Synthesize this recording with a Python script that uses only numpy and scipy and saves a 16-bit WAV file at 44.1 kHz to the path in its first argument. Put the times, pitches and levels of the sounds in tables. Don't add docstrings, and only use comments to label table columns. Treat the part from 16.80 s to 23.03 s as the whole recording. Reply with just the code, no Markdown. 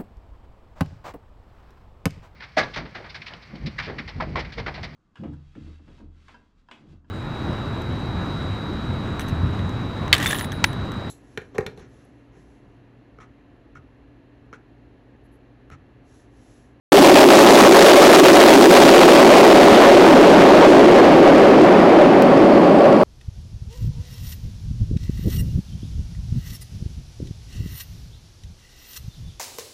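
import sys
import numpy as np
from scipy import signal
from scipy.fft import rfft, irfft, next_fast_len
from scipy.io import wavfile
from scipy.ndimage import uniform_filter1d

SR = 44100
rng = np.random.default_rng(int(sys.argv[2]) if len(sys.argv) > 2 else 0)


def inscribe(sig):
    pcm = np.round(np.clip(np.atleast_2d(sig).T, -1, 1) * 32767)
    wavfile.write(sys.argv[1], SR, pcm.astype(np.int16))


N = 274963
T = np.arange(N) / SR
FREQ = np.maximum(np.arange(N // 2 + 1) * SR / N, 1)

# (frequency [Hz], spectrum level [dB in 1 Hz])
ROAR_SPECTRUM = [(30, -45), (80, -36), (140, -30), (215, -24.5), (300, -23), (460, -24.5), (740, -26),
                 (1000, -33), (1500, -39), (2600, -44), (4600, -51), (8000, -61.5), (15000, -65.5)]
# (frequency [Hz], slope [dB per dB of closeness])
ROAR_FADE = [(60, 0.35), (130, 0.08), (300, 0.48), (600, 0.66), (1100, 0.6), (2500, 0.87), (8000, 1.7)]
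# (frequency [Hz], half-width [Hz], level [dB])
BOOM_MODES = [(280.3, 30.6, -4), (327.4, 28, 0), (360.7, 23, 0), (398, 24.6, 0)]
RING_MODES = [(555.6, 9.1, 2.5), (592.4, 65, -3), (767, 33, -12), (1122, 36, -14)]
# (time [s], rise [dB])
BOOM_RISES = [(.32, 6), (.46, 7), (0.902, 11.5), (1.42, 9), (1.789, 6), (1.88, 11), (2.35, 3.5), (2.46, 9),
              (3.5, 3), (3.9, 7), (4.53, 6), (4.83, 12.5)]
RING_RISES = [(.86, 5), (1.18, 9), (1.93, 5), (2.08, 5.5), (2.51, 13), (2.93, 7.5), (3.38, 5.5), (3.71, -1),
              (3.85, 7.5), (4.16, 7.5), (4.48, 8), (5.22, 6)]
# (frequency [Hz], half-width [Hz], level [dB])
HISS_PEAKS = [(4600, 580, 3), (8000, 4300, -13.5)]


def rolling_roar(closeness_db, flicker_db=.5, flicker_per_s=24.18):
    roar = 0
    for hz in 30 * 2 ** np.arange(10):
        octave = np.sqrt(np.maximum(1 - np.abs(np.log2(FREQ / hz)), 0))
        band = octave * amplitude(at_frequency(ROAR_SPECTRUM, FREQ))
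        rms = np.sqrt(np.sum(band ** 2) * SR / N)
        noise = rms * shaped_noise(band)
        level_db = at_frequency(ROAR_FADE, hz) * closeness_db + flicker_db * random_walk(flicker_per_s)
        roar += noise * amplitude(level_db)
    return roar


def track_boom(closeness_db):
    level_db = 2 + 0.72 * closeness_db + throb_db(BOOM_RISES, depth_db=1.2)
    return resonant_noise(BOOM_MODES, level_db)


def wheel_ring(closeness_db):
    level_db = -2.5 + 0.42 * closeness_db + throb_db(RING_RISES, depth_db=2)
    return resonant_noise(RING_MODES, level_db)


def dry_tick(time_s=5.4233, level_db=-4.5, decay_s=.00012):
    return amplitude(level_db) * (T >= time_s) * np.exp(-np.abs(T - time_s) / decay_s)


def station_hiss():
    return resonant_noise(HISS_PEAKS, level_db=-40)


def resonant_noise(modes, level_db):
    power = sum(amplitude(2 * db) / (1 + ((FREQ - hz) / width) ** 2) ** 2 for hz, width, db in modes)
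    return shaped_noise(np.sqrt(power)) * amplitude(level_db)


def throb_db(rises, depth_db, rate_per_s=12, rise_s=0.023):
    swells_db = sum(db * np.exp(-((T - time_s) / rise_s) ** 2) for time_s, db in rises)
    return depth_db * random_walk(rate_per_s) + swells_db


def shaped_noise(gain):
    size = next_fast_len(N, real=True)
    shape = np.interp(np.arange(size // 2 + 1) * SR / size, FREQ, gain)
    noise = irfft(rfft(rng.standard_normal(size)) * shape, size)[:N]
    return noise / noise.std()


def random_walk(rate_per_s):
    hold = int(SR / rate_per_s)
    steps = np.repeat(rng.standard_normal(N // hold + 1), hold)
    return np.sqrt(2) * uniform_filter1d(uniform_filter1d(steps, hold), hold)[:N]


def saturate(x, ceiling, knee):
    return x / (1 + np.abs(x / ceiling) ** knee) ** (1 / knee)


def at_frequency(curve, hz):
    frequencies, values = np.transpose(curve)
    return np.interp(np.log(hz), np.log(frequencies), values)


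def amplitude(db):
    return 10 ** (np.asarray(db) / 20)


def scene(clears_s=1.89, fade_db_per_s=6):
    closeness_db = 3 - fade_db_per_s * np.maximum(T - clears_s, 0)
    boom = track_boom(closeness_db)
    ring = wheel_ring(closeness_db)
    return (rolling_roar(closeness_db) + boom + ring + station_hiss())[None]


def record(dry, bass_cut_hz=190, gain_db=-3.0, treble_hz=11500, sizzle_hz=3500, sizzle_db=-17,
           start_s=.12, top_hz=15800):
    flattened = saturate(dry, ceiling=0.98, knee=32)
    bass_cut = signal.butter(3, bass_cut_hz, "high", fs=SR, output="sos")
    ramps = signal.sosfilt(bass_cut, flattened)
    rasp = saturate(ramps * amplitude(gain_db), ceiling=0.66, knee=33)
    rounded = rfft(rasp) / np.sqrt(1 + (FREQ / treble_hz) ** 4)
    sizzle = rfft(dry) * amplitude(sizzle_db) / (1 + (sizzle_hz / FREQ) ** 2)
    sound = irfft(rounded + sizzle, N) + dry_tick()
    sound *= T >= start_s
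    band_limit = signal.ellip(8, .05, 50, top_hz, fs=SR, output="sos")
    return signal.sosfiltfilt(band_limit, sound)


dry = scene()
out = record(dry)
inscribe(out)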